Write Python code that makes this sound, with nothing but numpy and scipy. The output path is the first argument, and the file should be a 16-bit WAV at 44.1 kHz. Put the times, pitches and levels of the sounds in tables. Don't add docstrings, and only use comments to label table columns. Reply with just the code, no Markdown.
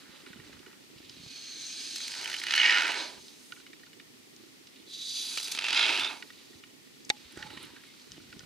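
import sys
import numpy as np
from scipy import signal
from scipy.fft import rfft, irfft, next_fast_len
from scipy.io import wavfile
from scipy.ndimage import uniform_filter1d

SR = 44100
rng = np.random.default_rng(int(sys.argv[2]) if len(sys.argv) > 2 else 0)


def wav_out(sig):
    wavfile.write(sys.argv[1], SR, np.round(np.clip(np.atleast_2d(sig).T, -1, 1) * 32767).astype(np.int16))


def ratio_of_db(decibels):
    return 10 ** (np.asarray(decibels, float) / 20)


N = 372787


def rms_one(x):
    return x / np.sqrt(np.mean(x ** 2) + 1e-20)


def noise_pair(size=N):
    return rng.standard_normal((2, size))


def in_time(rows):
    s, *columns = np.transpose(rows)
    return [np.interp(np.arange(N) / SR, s, c, left=-120, right=-120) for c in columns]


def at_hz(points, hz):
    known_hz, value = np.array(points).T
    return np.interp(np.log(hz + 1), np.log(known_hz + 1), value)


def drift(rate, size=N):
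    r = np.exp(-80 * np.pi * rate / SR)
    steps = rng.standard_normal(size // 40 + 2002)
    slow = signal.lfilter([1], [1, -2 * r, r * r], steps)[2000:]
    return np.interp(np.arange(size) / 40, np.arange(len(slow)), rms_one(slow))


def band(x, low, high):
    return signal.sosfilt(signal.butter(3, [low, min(high, .48 * SR)], "band", fs=SR, output="sos"), x)


def ring(clicks, hz, t60):
    r, w = ratio_of_db(-60 / (t60 * SR)), 2 * np.pi * hz / SR
    return signal.lfilter([0, np.sin(w)], [1, -2 * r * np.cos(w), r * r], clicks + 1e-18)


def coloured(x, slope, peaks=(), notches=(), under_db=0):
    hz = np.fft.rfftfreq(8192, 1 / SR)
    power = ratio_of_db(at_hz(slope, hz) + under_db) ** 2
    for centre, width, db in peaks:
        width = max(width, 70, centre / 35)
        power = power + ratio_of_db(db) ** 2 / (1 + (2 * (hz - centre) / width) ** 4)
    for centre, width, db in notches:
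        depth = 1 - ratio_of_db(min(db, 0)) ** 2
        power = power * (1 - depth / (1 + (2 * (hz - centre) / width) ** 2))
    cepstrum = irfft(np.log(power + 1e-12) / 2)
    cepstrum[1:4096] *= 2
    cepstrum[4097:] = 0
    response = irfft(np.exp(rfft(cepstrum)))
    return signal.oaconvolve(x, response[None], axes=1)[:, :x.shape[1]]


def ports(pair, likeness, pan, phase):
    size = next_fast_len(N)
    hz = np.fft.rfftfreq(size, 1 / SR)
    mid, side = rfft(pair, size)
    alike = np.clip(at_hz(likeness, hz), -1, 1)
    tilt = ratio_of_db(at_hz(pan, hz) / 2) * np.exp(.5j * at_hz(phase, hz))
    shared, own = np.sqrt(1 + alike) * mid, np.sqrt(1 - alike) * side
    left = (shared + own) * tilt
    right = (shared - own) / tilt
    return irfft(np.array([left, right]), size)[:, :N] / np.sqrt(1 + alike.mean())


def puff(clicks, rise_s, fall_s):
    t = np.arange(int(.05 * SR)) / SR
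    shape = (1 - np.exp(-t / rise_s)) * np.exp(-t / fall_s)
    return signal.oaconvolve(clicks, shape / shape.max())[:len(clicks)]


def bell(clicks, width_s, rise=1):
    t = np.arange(-800, 801) / SR
    width = width_s * np.where(t < 0, rise, 2 - rise)
    return signal.oaconvolve(clicks, np.exp(-.5 * (t / width) ** 2), "same")


def patchy(x, low, high, depth_db, tilt_db=0, pivot_hz=2000):
    edges, size = np.geomspace(low, high, 4), x.shape[1]
    slices = [band(x, a, b) * ratio_of_db(depth_db * drift(3.9, size=size)) for a, b in zip(edges, edges[1:])]
    octaves = np.maximum(np.log2(np.sqrt(edges[1:] * edges[:-1]) / pivot_hz), -1.7)
    tilted = sum(part * ratio_of_db(tilt_db * octave) for part, octave in zip(slices, octaves))
    return tilted / np.sqrt(np.mean(sum(slices) ** 2))


def bouts(rows, rest_db):
    rise_s, fall_db_per_s = 0.015, 113
    t, power = np.linspace(0, N / SR, 4000), ratio_of_db(rest_db) ** 2
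    for s, length_s, db in rows:
        rise = np.clip((t - s) / rise_s + 1, 0, 1)
        power = power + (rise * ratio_of_db(db - fall_db_per_s * np.maximum(t - s - length_s, 0))) ** 2
    return np.interp(np.arange(N) / SR, t, np.sqrt(power))


# f/Hz, level/dB per Hz
HISS = [(12, -67), (20, -68), (123, -12.5), (172, -14.5), (270, -5), (301, -10), (399, -12), (590, -20.5),
        (1400, -22.5), (1570, -25.5), (1810, -18), (4940, -19.5), (16000, -33.5)]
# f/Hz, likeness (-1 to 1)
HISS_LIKENESS = [(60, 0.28), (250, -0.024), (800, -0.39), (4000, -0.065), (15000, 0.24)]
# f/Hz, left-right level/dB
HISS_PAN = [(100, -5.5), (700, -2), (2000, 1), (15000, -2)]


def microphone_hiss():
    hiss = ports(coloured(noise_pair(), HISS), HISS_LIKENESS, HISS_PAN, [(0, 0), (1, 0.0052)])
    return ratio_of_db(-55.5) * rms_one(hiss)


# f/Hz, level/dB, 60 dB decay/s
CASE = [(1473, 8, 0.021), (1910, 5.5, 0.023), (2360, 9, 0.0073), (2945, 9, 0.019), (3740, 0, 0.04),
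        (4940, 7.5, 0.061)]
# start t/s, length/s, level/dB
FOCUSING = [
    (.2, 0.52, -52),
    (3.5, 0.37, -54),
    (6.23, 0.43, -56),
    (7.4, 0.29, -47),
    (8.1, .4, -53),
]


def lens_drive():
    at = (np.arange(0, N / SR, 1 / 30) * SR).astype(int)
    steps = np.zeros(N)
    uneven_db = 6.0 * rng.standard_normal(len(at)).clip(-3, 1.2)
    steps[at] = ratio_of_db(uneven_db + 0.5 * (-1) ** np.arange(len(at)))
    effort = bouts(FOCUSING, -62)
    nudge = rms_one(band(noise_pair(), 241.5, 397) * puff(steps, 0.0014, 0.016))
    nudge *= ratio_of_db(-66.5) + 0.2 * effort
    rings, grit = np.zeros(N), rng.standard_normal(N)
    for hz, db, t60 in CASE[:5]:
        kicks = np.zeros(N)
        kick_at = np.clip(at + rng.integers(-200, 200, len(at)), 0, N - 1)
        kicks[kick_at] = ratio_of_db(db + 7.0 * rng.standard_normal(len(at)).clip(-3, 1.5))
        rings += ring(rms_one(puff(kicks, 0.00056, 0.0079) * grit) * ratio_of_db(db), hz, t60)
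    rings = rms_one(rings) * effort * ratio_of_db(-14)
    return nudge * ratio_of_db([[-2.0], [2.0]]) + rings * ratio_of_db([[-1.2], [1.2]])


# t/s, peak level/dB, centre f/Hz
TICKS = [(0.261, -41.5, 2130), (0.329, -40, 1730), (0.397, -44.5, 1900), (0.424, -61, 1900),
         (0.59, -46, 3300), (0.661, -41, 1700), (0.727, -48, 1900), (0.98, -47, 3400), (1.026, -52, 2700),
         (1.0946, -36.5, 4070), (3.2812, -37, 4130), (3.5217, -30, 1430), (3.56, -47, 2300),
         (3.598, -49, 2500), (3.663, -40.5, 2430), (3.73, -39.5, 2500), (3.794, -50, 3170),
         (3.832, -45.5, 1880), (3.861, -47, 3400), (3.929, -45, 2600), (3.997, -38.5, 2400),
         (4.3625, -41.5, 4700), (4.669, -44, 3470), (5.3815, -23, 3260), (6.2243, -30, 1910),
         (6.3005, -39, 1900), (6.635, -41, 1900), (7.0473, -40, 5900), (7.3208, -48, 10700),
         (7.372, -41, 1310), (7.371, -45.5, 7400), (7.426, -29, 1810), (7.502, -39, 1990),
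         (7.5717, -36.5, 2260), (7.6264, -45.5, 10400), (7.6495, -47, 10700), (7.761, -41.5, 1940),
         (7.835, -42.5, 1830), (8.0398, -51, 2600), (8.1188, -30.5, 4400), (8.325, -39, 1960),
         (8.3932, -32.5, 4250), (8.404, -46, 1500)]


def ticks():
    out, t = np.zeros((2, N + SR)), np.arange(int(.05 * SR)) / SR
    for s, peak_db, hz in TICKS:
        hard = peak_db > -35
        length_s = .0032 if hz < 4000 or hz > 5500 else .0012
        rise_s = .00015 if hard else .0016
        chatter = noise_pair(len(t)) * (1 - np.exp(-t / rise_s)) ** 2 * np.exp(-t / length_s)
        chatter[:, 8] += 5.0 * hard
        modes = sum(ratio_of_db(db - 15.0 * abs(np.log2(f / hz))) * ring(chatter, f, t60) for f, db, t60 in CASE)
        spread = 1 + min(.9, 2000 / hz)
        direct = rms_one(band(chatter, max(hz / spread, 1100), max(hz * spread, 4300)))
        ringing = np.clip(1.5 - hz / 5000, 0, 1) * rms_one(band(modes, 1300, 4700))
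        sound = band(ringing + direct, 1410, 11200)
        at = int(s * SR)
        out[:, at:at + len(t)] += ratio_of_db(peak_db) * sound / np.abs(sound[0]).max()
    return out[:, :N]


# t/s, peak level/dB, f/Hz
THUMPS = [(0.091, -47, 180), (0.302, -42, 190), (0.358, -40, 221), (0.391, -41, 142), (0.461, -45, 260),
          (0.494, -40, 262), (0.559, -51, 150), (0.957, -47, 130), (1.098, -48, 130), (1.17, -44, 200),
          (1.233, -44, 170), (1.002, -41, 290), (1.196, -42.5, 161), (1.261, -41, 133.6), (3.177, -43, 241),
          (6.028, -42, 320), (6.551, -52, 91), (7.248, -51, 70), (7.371, -30.5, 344), (7.448, -41, 154),
          (7.57, -37.5, 250), (8.178, -38, 298), (8.362, -42.5, 163), (8.432, -43, 156)]


def thumps():
    out, t = np.zeros((2, N + SR)), np.arange(int(.1 * SR)) / SR
    for s, peak_db, hz in THUMPS:
        swing = np.sin(2 * np.pi * hz * t + rng.uniform(0, 1.45, (2, 1)))
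        swing *= (1 - np.exp(-t / 0.000084)) * np.exp(-t * hz)
        at = int((s + 0.0018) * SR)
        out[:, at:at + len(t)] += ratio_of_db(peak_db - 2.0) * swing * ratio_of_db([[-2.5], [2.5]])
    return band(out[:, :N], 45, 3000)


# start t/s, length/s, level/dB
GRIPS = [
    (.35, 0.27, -63),
    (.95, 0.31, -70),
    (3.13, 0.076, -67),
    (6.0, 0.029, -62),
    (7.37, 0.026, -55.5),
    (7.4, 0.27, -63),
    (8.1, .4, -61),
]


def grip_rumble():
    shared, own = noise_pair()
    rumble = rms_one(band(shared + 0.27 * own * [[1], [-1]], 57, 288))
    return rumble * bouts(GRIPS, -79.5) * ratio_of_db(1.1 * drift(16)) * ratio_of_db([[-2.2], [2.2]])


# t/s, rustle level/dB
HANDS = [(0, -48), (.55, -54.5), (.72, -64), (1.1, -51.5), (1.4, -61), (3.1, -51), (3.85, -65.5),
         (4.0, -71), (4.25, -63), (6.15, -52), (6.33, -51.5), (6.9, -64), (7.355, -48), (7.375, -43.5),
         (7.55, -45.5), (7.63, -40.5), (7.68, -50.5), (7.74, -53), (8.46, -53.5)]
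# f/Hz, level/dB per Hz
RUSTLE = [(290, -28), (500, 4), (697, -24.5), (840, -6), (1100, -7.5), (1470, -3.5), (3880, 3), (7640, -12),
          (10600, -20), (12000, -56), (15600, -48), (22000, -120)]
# f/Hz, width/Hz, level/dB
SCRAPE = [(794, 120, -5), (1600, 240, 4.5), (1900, 235, -10), (3800, 100, -13)]
# start t/s, length/s, level/dB
DRAGS = [
    (0, 0.74, -61),
    (7.372, 0.27, -53.5),
]


def sleeves_and_box():
    rustle_db, = in_time(HANDS)
    catches = (rng.random(N) < 160 / SR) * rng.exponential(1, N)
    grains = 1 + 0.26 * puff(catches, 0.00072, 0.0042)
    rub = coloured(noise_pair() * grains, RUSTLE, SCRAPE, under_db=13.0)
    cloth = patchy(rub, 2260, 15400, depth_db=2.5) * ratio_of_db(rustle_db - 8.0 + 1.6 * drift(8.0))
    sliding = np.hypot(ratio_of_db(rustle_db - 14.5), bouts(DRAGS, -120))
    return cloth + patchy(rub, 567, 2020, depth_db=2.0) * sliding * ratio_of_db(-4.0)


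# t/s, level/dB
SNAP = [
    (7.0845, -57),
    (7.094, -30),
    (7.1005, -22),
]
# f/Hz, level/dB, 60 dB decay/s
LATCH = [(393, -24, 0.01), (620, -26, 0.0089), (821, -33.5, 0.079), (838, -37, 0.11), (2200, -11, 0.016),
         (3700, -13, .014)]
# f/Hz, level/dB per Hz
CRACK = [(60, -51), (250, -22), (600, -3), (1150, -10), (1900, 3.5), (2700, -4.5), (3700, 3), (7000, -3),
         (10000, -17), (15500, -36)]


def snap():
    (creak_s, creak_db), (slip_s, slip_db), (hit_s, hit_db) = SNAP
    start, size = int(creak_s * SR), SR // 5
    noise, out = rng.standard_normal((3, size)), np.zeros((2, N))
    creak, slip, hit = clicks = np.zeros((3, size))
    clicks[[0, 1, 2], [0, int(slip_s * SR) - start, int(hit_s * SR) - start]] = 1
    chatter = np.array([noise[0], np.roll(noise[0], 1)]) + 0.35 * noise[1:]
    sound = rms_one(band(chatter, 4300, 5200)) * ratio_of_db(creak_db) * puff(creak, 0.00078, 0.00087)
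    sound += rms_one(band(chatter, 2500, 9800)) * ratio_of_db(slip_db) * puff(slip, 0.0006, 0.00077)
    level = np.sqrt(np.mean(coloured(chatter, CRACK) ** 2))
    crack = band(chatter, 20, 5500) * puff(hit, 0.0006, 0.003)
    crack += band(chatter, 5500, 20000) * puff(hit, 0.0003, 0.0009)
    sound += coloured(crack, CRACK) / level * ratio_of_db(hit_db + 3.0)
    late = np.array([hit, np.roll(hit, 8)])
    t = np.maximum(np.arange(size) / SR - (hit_s - creak_s), 0)
    for hz, db, t60 in LATCH:
        sound += ratio_of_db(db) * ring(late, hz, t60) * (1 - np.exp(-t / (0.13 * t60))) * 2
    out[:, start:start + size] = band(sound, 60, 20000)
    return out


PLUG_S = 0.002

# t/s, length/s, first f/Hz, last f/Hz, level/dB
HOLLOWS = [(1.254, 0.95, 6240, 6400, -50), (1.3, 1, 4140, 4186, -51), (1.244, 0.15, 2450, 2500, -59),
           (1.188, 0.45, 4410, 4260, -49.5), (2.233, 0.046, 3000, 2970, -39.5),
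           (2.316, 0.069, 3000, 3040, -41.5), (2.515, 0.18, 3030, 2830, -29),
           (2.533, 0.083, 4250, 4320, -36), (2.549, 0.22, 2220, 2237, -30), (2.611, 0.15, 1900, 1857, -25),
           (2.7, 0.21, 1470, 1422, -36.5), (4.871, 0.48, 3750, 3940, -46),
           (5.002, 0.66, 10170, 10000, -55.5), (5.624, 0.64, 9960, 9960, -61),
           (5.721, 0.174, 1400, 1447, -38), (5.63, 0.061, 2720, 2680, -36.5),
           (5.721, 0.17, 2150, 2143, -36), (5.751, 0.13, 3990, 3790, -31), (5.741, 0.164, 2600, 2480, -46),
           (5.767, 0.12, 3540, 3000, -29.5), (5.923, 0.13, 2760, 2900, -37), (5.991, 0.11, 3500, 3700, -31),
           (7.391, 0.18, 830, 880, -58), (7.37, 0.087, 1300, 1710, -56), (7.478, 0.12, 3950, 3900, -56),
           (7.652, 0.19, 950, 993, -71), (7.74, 0.077, 1510, 1690, -59), (7.85, 0.092, 2150, 2150, -63)]


def hollows(spits):
    out, plugs = np.zeros((2, N)), np.zeros(N)
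    plugs[(np.array(spits)[:, 0] * SR).astype(int)] = 1
    for s, length_s, first_hz, last_hz, db in HOLLOWS:
        start, size = int(s * SR), int(length_s * SR)
        noise = rng.standard_normal((2, 2, SR))[:, :, :size]
        width_hz = first_hz / (15 * (1 + 1.1 * length_s))
        slow = signal.sosfilt(signal.butter(2, width_hz / 2, fs=SR, output="sos"), noise)
        turn = 2 * np.pi * np.cumsum(np.linspace(first_hz, last_hz, size)) / SR
        note = rms_one(slow[0] * np.cos(turn) + slow[1] * np.sin(turn))
        out[:, start:start + size] += ratio_of_db(db) * note * np.sqrt(2 * np.hanning(size))
    spitting = np.minimum(bell(plugs, 0.0093), 1)
    return out * (0.55 - 0.25 * spitting + 0.77 * bell(plugs, 1.16 * PLUG_S))


# f/Hz, level/dB per Hz
FOAM = [
    [(120, -46), (200, -48), (334, -23.5), (706, -26.5), (912, -11), (1100, -25), (1390, -21), (1900, -0.5),
     (4900, -10), (15800, -53)],
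    [(120, -60), (200, -21.5), (408, -11.5), (499, -17.5), (964, -13), (1100, -45), (1290, -5.5), (3460, 2),
     (10200, -23.5), (15800, -85)],
]
# f/Hz, width/Hz, level/dB
BOX = [
    [(990, 63, -19), (1430, 360, -12), (1810, 140, -13), (2220, 39, -10), (2530, 48, -8), (2910, 100, -5),
     (3400, 83, -29), (3880, 180, -15), (4980, 130, -14.5), (6340, 150, -20)],
    [(970, 205, -12), (1280, 320, -9), (2200, 62, -9), (2600, 280, -2.5), (3270, 35, -24), (3440, 31, -23),
     (3760, 31, -3.5), (4820, 78, -9), (5050, 56, -8.5)],
]
# f/Hz, width/Hz, depth level/dB
BOX_NOTCHES = [(482, 84, -39), (1086, 350, -16.5)]


def spit(k, plugs, body, edge):
    size = len(plugs)
    blast = rms_one(coloured(noise_pair(size), FOAM[k], BOX[k], BOX_NOTCHES, under_db=-6.5))
    blast /= np.sqrt(uniform_filter1d(blast ** 2, 260, axis=1)) + .2
    bright = coloured(noise_pair(size), [(5000, 1), (10200, -10.5), (11000, -14.5), (15800, -19)])
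    bright = rms_one(band(bright, 4100, 15000))
    return blast * bell(np.roll(body, -40), PLUG_S, rise=0.55) + bright * bell(edge, 1.9 * PLUG_S)


# f/Hz, level/dB per Hz
GAS = [
    [(290, -21.5), (500, -52), (1080, -24.5), (1300, -6), (2900, 5.5), (4180, -5), (5580, -8), (6270, 2.5),
     (7450, -21), (13000, -36), (15800, -48)],
    [(290, -96), (500, -31), (595, -44), (2000, -25.5), (3950, -2.5), (5580, -10), (6090, -6),
     (9950, -11.5), (13800, -19), (15800, -28)],
]
# f/Hz, width/Hz, level/dB
STRAW = [
    [(2400, 380, -2), (3980, 480, 2.5), (4700, 830, 1), (6230, 370, -13), (7980, 1460, -13.5),
     (9800, 1000, -21), (11750, 700, -27.5)],
    [(3490, 87, 3.5), (3900, 200, 5.5), (4700, 500, 1.5), (6140, 310, -3.5), (7640, 200, -8),
     (8440, 350, -6), (10070, 290, -14.5)],
]
JET_EDGES_HZ = [250, 1100, 3300, 7000, 15800]
# t/s, flow level/dB, brightness/dB per octave
GAS_FLOW = [
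    [(1.085, -72, 7), (1.1, -61, 2), (1.35, -48.5, 0.5), (1.9, -40.5, 1.5), (2.42, -40.5, 2),
     (2.99, -37, -3), (3.15, -56, 6), (3.55, -65, 17.5), (3.62, -61, 4)],
    [(4.86, -61.5, -2), (4.93, -45, -3.5), (5.14, -36.5, -2.5), (5.54, -39.5, 3), (5.59, -42, -3),
     (5.95, -34, -3.5), (6.12, -48.5, -2), (6.3, -70.5, 10.5), (6.6, -61, 0)],
]
# t/s, flow level/dB, brightness/dB per octave
FOAM_FLOW = [
    [(2.0, -62.5, -7.5), (2.29, -39, -6), (2.4, -49, -4), (2.5, -33, 2.5), (2.64, -21.5, 1),
     (2.75, -20.5, -0.5), (2.9, -33, -7), (3.05, -47, -12), (3.2, -68, -16.5)],
    [(5.15, -58.5, 2), (5.47, -47.5, -2), (5.61, -40, 0), (5.72, -31.5, 1), (5.77, -24.5, 1.5),
     (5.94, -28.5, -2.5), (6.07, -33, -2), (6.14, -46, -6), (6.26, -67, -8)],
]
GAS_SHARES_DB = [
    (-18.5, -8, 0, -12.5),
    (-46, -11, 0.0083, -11.5),
]
FOAM_SHARES_DB = [
    (-16.5, 0, -8, -26),
    (-13, 0, -2.5, -25),
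]
# t/s, level/dB, treble level/dB relative to it
FIRST_SPITS = [(1.961, -36, 5), (1.9832, -38.5, 1), (2.005, -35, -4), (2.0813, -35, 0.5),
               (2.1193, -35.5, -2), (2.1402, -32, -12), (2.153, -33, -7), (2.2138, -32.5, -6),
               (2.2455, -33, -3), (2.259, -28, -14), (2.278, -30, -8), (2.3012, -31, -5), (2.318, -31, -9),
               (2.3313, -29, -15), (2.342, -27.5, -13), (2.349, -31, -17), (2.366, -33.5, -5),
               (2.4007, -33.5, -3.5), (2.4175, -28.5, -23), (2.4386, -26, -11.5), (2.4554, -47, -20),
               (2.4693, -23.5, -17), (2.486, -26, -24), (2.498, -29, -26), (2.51, -19, -24),
               (2.5237, -22, -18), (2.5395, -16, -21), (2.554, -21, -17), (2.5633, -26, -5.5),
               (2.5795, -16, -23), (2.601, -20, -25), (2.6185, -20, -24), (2.633, -20, -32),
               (2.644, -27, -35), (2.653, -34, -31), (2.662, -18, -28.0), (2.68, -27, -32),
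               (2.6975, -18, -34), (2.708, -18, -25), (2.7252, -18.5, -34), (2.734, -29, -30.0),
               (2.746, -22, -21), (2.755, -26, -22), (2.7636, -23, -22), (2.7743, -19.5, -26),
               (2.785, -18, -24.0), (2.809, -20.5, -21), (2.822, -21, -16), (2.835, -25, -15),
               (2.869, -23.5, -16), (2.88, -23, -15), (2.9203, -25, -14), (2.9434, -26, -17)]
SECOND_SPITS = [(5.3755, -23.5, -6.5), (5.401, -35, 2), (5.4127, -36, 0), (5.432, -38, 6),
                (5.4459, -43.5, 10.5), (5.475, -35, -5), (5.483, -32, -6), (5.502, -42, -11),
                (5.521, -29.5, 3.5), (5.544, -44, -18), (5.5513, -29, -7), (5.5766, -26.5, -23),
                (5.5901, -20, -25), (5.602, -38, -20.0), (5.613, -30, -24), (5.623, -28.5, -27),
                (5.643, -23, -21), (5.6513, -26.5, -28), (5.6592, -30, -21), (5.6675, -27, -18),
                (5.6864, -21.5, -18), (5.7078, -21.5, -24), (5.7239, -38, -20), (5.7312, -17.5, -32),
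                (5.7477, -22, -28), (5.7573, -42, -19), (5.777, -25, -25.0), (5.795, -19.5, -29),
                (5.811, -24, -29), (5.83, -21, -33), (5.839, -26, -27), (5.857, -23.5, -28),
                (5.8652, -21, -29.0), (5.8827, -22.5, -23.0), (5.9174, -27, -25), (5.945, -27, -19),
                (5.965, -29.0, -20.0), (5.977, -23, -21.0), (5.9978, -23, -12), (6.01, -30, -10),
                (6.035, -28, -20.0), (6.0485, -25, -30), (6.0773, -38, -28.0), (6.0881, -46, -21)]


def squirt(k, spits):
    span = slice(int(GAS_FLOW[k][0][0] * SR), int(GAS_FLOW[k][-1][0] * SR))
    size = span.stop - span.start
    gas_db, gas_tilt = np.array(in_time(GAS_FLOW[k]))[:, span]
    foam_db, foam_tilt = np.array(in_time(FOAM_FLOW[k]))[:, span]
    gas_tilt, foam_tilt = np.clip([gas_tilt, foam_tilt], -20, 20)
    flicker = ratio_of_db(1.1 * drift(32.0, size=size))
    gas = coloured(noise_pair(size) * flicker, GAS[k], STRAW[k], BOX_NOTCHES, under_db=-1.5)
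    bubbles = (rng.random(size) < 120 / SR) * np.minimum(rng.exponential(1, size), 2.2)
    sputter = rms_one(1 + 0.25 * puff(bubbles, 0.001, 0.0015))
    foam = coloured(noise_pair(size) * sputter, FOAM[k], BOX[k], BOX_NOTCHES, under_db=-10)
    jet = np.zeros((2, size))
    bands = zip(JET_EDGES_HZ, JET_EDGES_HZ[1:], GAS_SHARES_DB[k], FOAM_SHARES_DB[k])
    for low, high, gas_share_db, foam_share_db in bands:
        mix = ratio_of_db(gas_db + gas_share_db) * patchy(gas, low, high, 1.1, gas_tilt, 4800)
        mix += ratio_of_db(foam_db + foam_share_db) * patchy(foam, low, high, 0.66, foam_tilt, 2000)
        jet += ratio_of_db(0.053 * drift(14.0, size=size)) * mix
    s, peak_db, treble_db = np.transpose(spits)
    at = (s * SR).astype(int) - span.start
    plugs, body, edge = np.zeros((3, size))
    plugs[at] = 1
    body[at] = ratio_of_db(peak_db - 3.5)
    edge[at] = ratio_of_db(peak_db + treble_db - 5.5)
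    jet *= ratio_of_db(-6 * np.minimum(bell(plugs, 0.006), 1))
    out = np.zeros((2, N))
    out[:, span] = jet + spit(k, plugs, body, edge)
    return out


# f/Hz, likeness (0 to 1)
JET_LIKENESS = [(200, 0.8), (650, 0.97), (2000, 0.95), (4000, 0.9), (6200, 0.8), (7900, 0.55),
                (10000, 0.75), (15000, 0.2)]
# f/Hz, left-right level/dB
JET_PAN = [(200, -13), (520, -13), (1200, -8), (1900, -3), (4000, -4), (5100, -1.5), (6200, 6.5),
           (7700, -7), (10000, -9), (13000, -5)]
# f/Hz, phase by which left leads/radians
JET_PHASE = [(200, .3), (1100, .85), (2400, .5), (3100, .25), (5000, .35), (7900, -1.1), (10000, 0),
             (15000, 1.2)]


def scene():
    bench = squirt(0, FIRST_SPITS) + squirt(1, SECOND_SPITS) + hollows(FIRST_SPITS + SECOND_SPITS)
    bench += ticks() + sleeves_and_box()
    bench = signal.sosfilt(signal.butter(3, 170, "high", fs=SR, output="sos"), bench)
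    camera = grip_rumble() + thumps() + lens_drive() + microphone_hiss()
    return ports(bench, JET_LIKENESS, JET_PAN, JET_PHASE) + snap() + camera


def top_cut(x):
    return signal.sosfilt(signal.butter(12, 16340, fs=SR, output="sos"), x)


def record(dry):
    rounded = .55 * np.tanh(dry / .55)
    cut = signal.sosfilt(signal.cheby2(16, 60, 16130, fs=SR, output="sos"), rounded)
    return top_cut(cut)


dry = scene()
out = record(dry)
wav_out(out)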